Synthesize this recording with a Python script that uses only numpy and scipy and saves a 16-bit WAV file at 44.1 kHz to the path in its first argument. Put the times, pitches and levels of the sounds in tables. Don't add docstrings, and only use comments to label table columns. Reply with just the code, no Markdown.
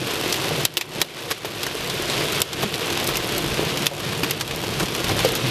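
import sys
import numpy as np
from scipy import signal
from scipy.fft import rfft, irfft
from scipy.io import wavfile
from scipy.ndimage import uniform_filter1d

SR = 44100
rng = np.random.default_rng(int(sys.argv[2]) if len(sys.argv) > 2 else 0)


def rack_gain(trim_db):
    fader = np.asarray(trim_db, float)
    return 10 ** (fader / 20)


def int16_out(signal):
    q = np.round(np.clip(np.atleast_2d(signal).T, -1, 1) * 32767)
    wavfile.write(sys.argv[1], SR, q.astype(np.int16))


N = 242550
TIME = np.arange(N) / SR

# (time [s], level [dB])
DOWNPOUR = [(0.0, -29.5), (.25, -26), (.6, -27.5), (.75, -28), (.92, -26.5), (1.15, -21), (1.375, -31),
            (1.5, -27), (1.95, -28), (2.15, -25.5), (2.5, -26.5), (2.88, -21), (3.12, -26.5), (3.27, -24.5),
            (3.7, -27.5), (4.0, -28.5), (4.25, -30.5), (5.5, -24.5)]
# (frequency [Hz], density [dB per Hz])
GLASS_SPECTRUM = [(350, 2), (600, -7.5), (900, -4.5), (1300, -4.5), (1900, -4), (2600, -1.5), (3300, -1.5),
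                  (5000, -8), (7300, -15.5), (9800, -19), (12400, -18), (13800, -22.5), (16000, -26)]
# (frequency [Hz], density [dB per Hz])
ROOF_SPECTRUM = [(130, -22), (220, -10.5), (350, 0), (390, -5), (461, -1.5), (513, -6.5), (758, -9.5),
                 (830, -16.5), (989, -12.5), (1600, -21), (2080, -45), (3520, -120)]
# (time [s], heard peak [dB], ring [Hz], body [dB])
LARGE_STONES = [(0.3252, -7, 4770, -21.5), (0.3418, -12, 2570, -20), (0.6518, -3, 3330, -21),
                (0.7699, -4.5, 3280, -21.5), (0.811, -11, 2750, -23.5), (1.002, -19, 3240, -10),
                (1.0155, -5, 3840, -14.5), (1.3115, -10.5, 1810, -9), (1.3165, -13, 5070, -27.5),
                (1.4471, -17.5, 2300, 9), (1.6313, -14, 3120, -13), (1.6655, -12, 1580, -23.5),
                (1.8982, -12, 3520, -4), (2.0986, -10.5, 3240, -10), (2.4176, -1.5, 3280, -18),
                (2.5301, -13.5, 3420, -8), (2.6287, -10.5, 2200, 1), (2.7404, -10, 3190, -24),
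                (3.3805, -25, 2750, -9), (3.8664, -1.5, 3400, -15.5), (4.2331, -8.5, 2350, -1.5),
                (4.3104, -9.5, 3480, -25), (4.409, -14.5, 1480, -18.5), (4.410, -9, 4000, -24.5),
                (4.6372, -14, 2540, 6.5), (4.7982, -12, 2350, -5), (4.8303, -12, 2780, 3),
                (5.0915, -12, 3710, 2.5), (5.2478, -10.5, 3100, -18), (5.2876, -14, 3200, -20)]
# (time [s], heard peak [dB], ring [Hz], body [dB])
SECOND_BLOWS = [(0.7758, -10.5, 2870, -30.5), (1.0152, -8, 1990, -1), (1.3044, -13, 1560, -21),
                (1.3095, -13.5, 3150, 4), (2.6334, -13, 2640, 8), (3.0684, -15.5, 4430, -9),
                (3.0884, -10.5, 2590, 2), (3.1694, -10.5, 5370, -19.5), (1.453, -17.5, 2290, -2),
                (3.8584, -13.5, 3360, -17), (3.912, -26.5, 1740, 17), (4.2434, -13.5, 1850, 7),
                (4.8026, -15, 2680, 14), (5.3544, -11, 3100, -6)]
# (time [s], heard peak [dB])
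SMALL_PELLETS = [(0.07, -17), (0.1072, -17), (0.3073, -16), (0.9837, -33), (2.1782, -14), (2.9026, -12),
                 (3.001, -16), (3.1432, -24), (3.1556, -12.5), (3.5427, -16), (3.773, -12.5), (3.821, -13),
                 (4.2973, -15), (4.4002, -17.5), (4.477, -17), (4.5105, -12), (4.858, -16), (4.8838, -16.5),
                 (4.9494, -12.5), (5.042, -13), (5.1843, -23), (5.191, -11), (5.3664, -16), (5.469, -18)]
# (time [s], level [dB], heard peak 10 dB lower)
SPLINTERS = [(0.1436, -8), (0.28, -10), (0.4905, -7), (0.6516, 5.5), (0.7395, -16), (0.776, -5),
             (0.81, -11), (1.0155, 4), (1.318, -3), (1.632, -4.5), (1.8751, -12), (1.941, -12),
             (2.0226, -5.5), (2.323, -4), (2.4034, -4), (2.4181, 8.5), (3.043, -3), (3.0742, 0.5),
             (3.171, -2.5), (3.3805, -3), (3.8681, 1.5), (4.1969, -14), (4.3089, 2.5), (4.4772, -9),
             (4.5607, -6.5), (4.797, -11.5), (4.8276, -8.5), (5.2879, -7), (5.3203, -7), (5.3519, 0)]
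# (time [s], level [dB], heard peak 2.5 dB lower, ring [Hz])
ROOF_STONES = [(0.017, -18, 369), (0.259, -15, 338), (0.455, -22, 350), (0.507, -11, 473),
               (0.578, -13, 385), (0.769, -23.5, 349), (0.974, -21.5, 348), (1.307, -18, 440),
               (1.445, -20, 426), (1.663, -23, 345), (1.996, -14.5, 371), (2.258, -24, 436),
               (2.632, -13, 446), (2.745, -17, 327), (2.814, -24, 473), (3.084, -17, 340), (3.36, -29, 388),
               (3.438, -18, 332), (3.592, -8.5, 423), (3.625, -13.5, 446), (3.911, -22.5, 560),
               (4.204, -19, 472), (4.23, -12.5, 294), (4.799, -16, 357), (4.83, -13, 357),
               (4.885, -24, 260), (5.092, -18, 420), (5.246, -3.5, 521)]
# (time [s], heard peak [dB], frequency [Hz], t60 [s])
LONE_MODES = [
    (.770, -7.5, 2720, 0.0041),
    (.811, -30, 2400, 0.037),
    (1.0162, -19.5, 1890, 0.053),
    (1.0155, -20.5, 3880, 0.09),
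    (2, -28, 3560, 0.0079),
    (2.645, -18.5, 210, 0.13),
    (4.235, -17, 2440, 0.026),
    (5.1, -17.5, 790, 0.032),
    (5.2572, -15, 480, 0.1),
]
# (time [s], level before the trim [dB], frequency [Hz])
PANEL_BOOMS = [
    (0.51, -19.5, 157),
    (0.573, -22, 146),
    (2.632, -20, 192),
    (3.579, -31, 157),
    (3.799, -20, 193),
    (4.232, -28, 184),
    (4.82, -20.5, 177),
    (5.095, -19, 104),
    (5.435, -16, 137),
    (5.459, -20, 135),
]
# (time [s], level [dB])
BODY_SHAKE = [(0, -31), (.2, -37), (.4, -35), (.53, -30), (.8, -33.5), (1.0, -28), (1.36, -38),
              (1.5, -29.5), (1.87, -34.5), (2.3, -34), (2.65, -27.5), (3.1, -31), (3.4, -30), (3.95, -31.5),
              (4.6, -31), (4.88, -27), (5.299, -31.5), (5.47, -24.5)]
# (frequency [Hz], density [dB per Hz])
BODY_SPECTRUM = [(38, -51), (65, -9), (124, 2), (146, 4.5), (215, -5.5), (280, -17), (360, -32),
                 (620, -120)]
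# (time [s], heave [dB])
ROAD_BUMPS = [
    (1.125, 6),
    (1.75, 7),
    (2.1, 9),
    (2.869, 4),
    (3.22, 11),
    (3.5, 18),
    (4.52, 9),
    (4.82, 15),
    (5.05, 11),
    (5.25, 14),
]
# (frequency [Hz], density [dB per Hz])
ROAD_SPECTRUM = [(18, -30), (31, -11), (42, 2), (70, -7), (100, -26)]
# (time [s], depth [dB], recovery [s])
OVERLOADS = [(0.656, 13, 0.15), (0.772, 11, 0.18), (0.812, 13, .1), (1.018, 17, .16), (1.32, 8.5, 0.14),
             (1.450, 6.5, 0.22), (1.634, 4, 0.15), (2.417, 9.5, 0.12), (2.634, 7.5, 0.11), (2.742, 7, .14),
             (3.171, 3.5, 0.13), (3.865, 9.5, 0.061), (4.236, 0.5, .14), (4.311, 3.5, 0.18),
             (4.412, 4, 0.083), (4.828, 4.5, 0.097), (5.353, 3, 0.13)]

STONE_T60_S, BOUNCE_T60_S, PELLET_T60_S, TICK_T60_S = 0.014, 0.013, 0.009, 0.0092
STONE_TOP_DB, BOUNCE_TOP_DB, PELLET_TOP_DB = -13, -3, -17
HEAVY_T60_PER_DB = 0.15
HARD_STONE_T60_PER_DB = 0.14
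SOFTNESS = 0.05
PELLET_HZ, PELLET_SCATTER, PELLET_BODY_DB = 2800, 0.07, -8
CAPSULE_HZ, CAPSULE_WIDTH_HZ = 11500, 1200
THUMP_T60_S, HARD_T60_PER_DB = 0.029, 0.52
BOOM_RISE_S, BOOM_T60_S, BOOM_TRIM_DB = 0.0061, 0.2, -4
ROOF_DB, ROOF_SHAKE_SHARE = -3, 0.11
BODY_DB, ROAD_DB, BUMP_S = -1.5, -53, 0.089
ATTACK_S, HOLD_SHARE = 0.0097, 0.65
CEILING = 0.66
EDGE_HZ, EDGE_HZ_PER_DB, EDGE_FLUTTER_HZ, EDGE_STEP_HZ = 13950, 60, 400, 475


def unit(x):
    return x / np.sqrt(np.mean(x ** 2))


def band(x, hz, width_hz):
    b, a = signal.iirpeak(min(hz, 0.45 * SR), hz / width_hz, fs=SR)
    return signal.lfilter(b, a, x)


def colour(x, points):
    hz, db = np.transpose(points)
    log_hz = np.log(np.arange(N // 2 + 1) * SR / N + 1)
    curve_db = np.interp(log_hz, np.log(hz), db, left=-90, right=-90)
    return unit(irfft(rfft(x) * rack_gain(curve_db), N))


def walk(rate):
    k = int(SR / rate)
    steps = np.repeat(rng.standard_normal(N // k + 1), k)
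    slewed = uniform_filter1d(uniform_filter1d(steps, k), k)
    return unit(slewed[:N])


def fade(t60, rise_s):
    t = np.arange(SR // 10) / SR
    decay = np.exp(-np.log(1000) * t / max(t60, 0.003))
    return t, (1 - np.exp(-t / rise_s)) * decay


def add(track, s, sound, db):
    i = int(s * SR)
    piece = sound[:N - i] / np.abs(sound).max()
    track[i:i + len(piece)] += piece * rack_gain(db - GAIN_DB[i])


def patter(per_s, spread_db, splash_s):
    chance = rng.random((int(per_s * N / SR), 2))
    power = np.zeros(N)
    sizes_db = np.minimum(-spread_db * np.log(chance[:, 1] + 1e-9), 3.6 * spread_db)
    moments = (chance[:, 0] * N).astype(int)
    np.add.at(power, moments, rack_gain(sizes_db) ** 2)
    power = signal.lfilter([1], [1, -np.exp(-1 / (splash_s * SR))], power)
    return unit(np.sqrt(power) * rng.standard_normal(N))


def rain(glass_db, roof_db):
    spray = patter(3000, spread_db=1.5, splash_s=0.00098) * rack_gain(1.21 * walk(24.97))
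    drops = patter(350, spread_db=5.0, splash_s=0.0012)
    bright = signal.lfilter([1, -0.8], [1], drops)
    glass = colour(spray + 0.95 * unit(bright), GLASS_SPECTRUM)
    drum = patter(500, spread_db=0.5, splash_s=0.0098) + 0.45 * drops
    return rack_gain(glass_db) * glass + rack_gain(roof_db) * colour(drum, ROOF_SPECTRUM)


def hail():
    out = np.zeros(N)
    for s, db, hz, top_db, body_db, t60 in stones():
        grit = shatter(t60, SOFTNESS * t60, tail=0.61)
        crack = unit(band(grit, hz, 0.48 * hz)) + 0.68 * unit(band(grit, 3140, 3000))
        top = rack_gain(top_db) * unit(band(grit, 12100, 5500))
        body = rack_gain(body_db) * unit(band(grit, 850, 1000))
        add(out, s, unit(crack) + top + body, db - 0.1)
    for s, db in SPLINTERS:
        grit = shatter(TICK_T60_S, 0.00021, tail=0.11)
        tick = band(grit, CAPSULE_HZ, CAPSULE_WIDTH_HZ) + band(grit, 6600, 6200)
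        add(out, s, tick, db - 10.0)
    return out


def stones():
    rows = []
    for table, top_db, t60 in ((LARGE_STONES, STONE_TOP_DB, STONE_T60_S),
                               (SECOND_BLOWS, BOUNCE_TOP_DB, BOUNCE_T60_S)):
        for s, db, hz, body_db in table:
            longer_db = HEAVY_T60_PER_DB * body_db - HARD_STONE_T60_PER_DB * (db + 10)
            rows.append((s, db, hz, top_db, body_db, t60 * rack_gain(longer_db)))
    rings = PELLET_HZ * np.exp(PELLET_SCATTER * rng.standard_normal(len(SMALL_PELLETS)))
    for (s, db), hz in zip(SMALL_PELLETS, rings):
        rows.append((s, db, hz, PELLET_TOP_DB, PELLET_BODY_DB, PELLET_T60_S))
    return rows


def shatter(t60, rise_s, tail):
    t, shape = fade(t60, rise_s)
    splinters = np.sign(rng.standard_normal(len(t)))
    cabin = fade(4.67 * t60, 0.0055)[1]
    contact = np.arange(len(t)) == int(2 * rise_s * SR)
    return splinters * (shape + tail * cabin) + 1.46 * contact


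def thumps():
    out = np.zeros(N)
    for s, db, hz in ROOF_STONES:
        t, shape = fade(THUMP_T60_S * rack_gain(-HARD_T60_PER_DB * db), 0.0006)
        low = np.sin(2 * np.pi * hz * t)
        middle = 0.52 * np.sin(2 * np.pi * 1.23 * hz * t)
        high = 0.5 * shape * np.sin(2 * np.pi * 1.447 * hz * t)
        add(out, s + 0.002, shape * (low + middle + high), db - 2.5)
    for s, db, hz, t60 in LONE_MODES:
        t, shape = fade(t60, 0.00056)
        add(out, s, shape * np.sin(2 * np.pi * hz * t), db)
    return out


def booms():
    out = np.zeros(N)
    for s, db, hz in PANEL_BOOMS:
        t, shape = fade(BOOM_T60_S, BOOM_RISE_S)
        closing = np.cos(np.pi * t / (2 * t[-1]))
        add(out, s, shape * np.sin(2 * np.pi * hz * t) * closing, db + BOOM_TRIM_DB)
    return out


def sleet(glass_db):
    grains = patter(90, spread_db=3.0, splash_s=0.0003)
    return rack_gain(glass_db - 17) * unit(band(grains, 8000, 9000))


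def rumble(body_db, road_db):
    body = rack_gain(body_db + 0.79 * walk(12)) * colour(rng.standard_normal(N), BODY_SPECTRUM)
    return body + rack_gain(road_db) * colour(rng.standard_normal(N), ROAD_SPECTRUM)


def gain_db():
    pulls = [np.zeros(N)]
    for s, depth_db, recovery_s in OVERLOADS:
        t = np.maximum(TIME - s, 0)
        recovery = np.exp(-np.maximum(t / recovery_s - HOLD_SHARE, 0))
        pulls.append(-depth_db * (1 - np.exp(-t / ATTACK_S)) * recovery)
    return np.min(pulls, axis=0)


GAIN_DB = gain_db()


def top_cut(x):
    hz, s, blocks = signal.stft(x, SR, nperseg=1024)
    treble = blocks[(hz > 11500) & (hz < 13000)]
    power = uniform_filter1d(np.mean(np.abs(treble) ** 2, axis=0), size=4)
    treble_db = 10 * np.log10(power / np.median(power))
    flutter = np.repeat(rng.standard_normal(len(s)), repeats=3)[:len(s)]
    edge = EDGE_HZ + EDGE_HZ_PER_DB * treble_db + EDGE_FLUTTER_HZ * flutter
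    edge = EDGE_STEP_HZ * np.round(np.clip(edge, 13300, 15700) / EDGE_STEP_HZ)
    return signal.istft(blocks * (hz[:, None] < edge - 150), SR, nperseg=1024)[1][:N]


def scene():
    pour_db = np.interp(TIME, *np.transpose(DOWNPOUR))
    shake_db = np.interp(TIME, *np.transpose(BODY_SHAKE))
    heaves = [db * np.exp(-((TIME - s) / BUMP_S) ** 2 / 2) for s, db in ROAD_BUMPS]
    road_db = ROAD_DB + np.max(heaves, axis=0)
    excess_db = shake_db - pour_db
    roof_db = pour_db + ROOF_DB + ROOF_SHAKE_SHARE * (excess_db - np.mean(excess_db))
    wet = rain(pour_db, roof_db) + rumble(shake_db + BODY_DB, road_db)
    return (wet + hail() + thumps() + booms() + sleet(pour_db))[None]


def band_limit(x):
    return signal.sosfilt(signal.butter(12, 15980, fs=SR, output="sos"), x)


def record(dry):
    ridden = dry * rack_gain(GAIN_DB)
    clipped = ridden / (1 + (ridden / CEILING) ** 8) ** (1 / 8)
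    mix = top_cut(clipped[0])[None]
    return band_limit(mix)


dry = scene()
out = record(dry)
int16_out(out)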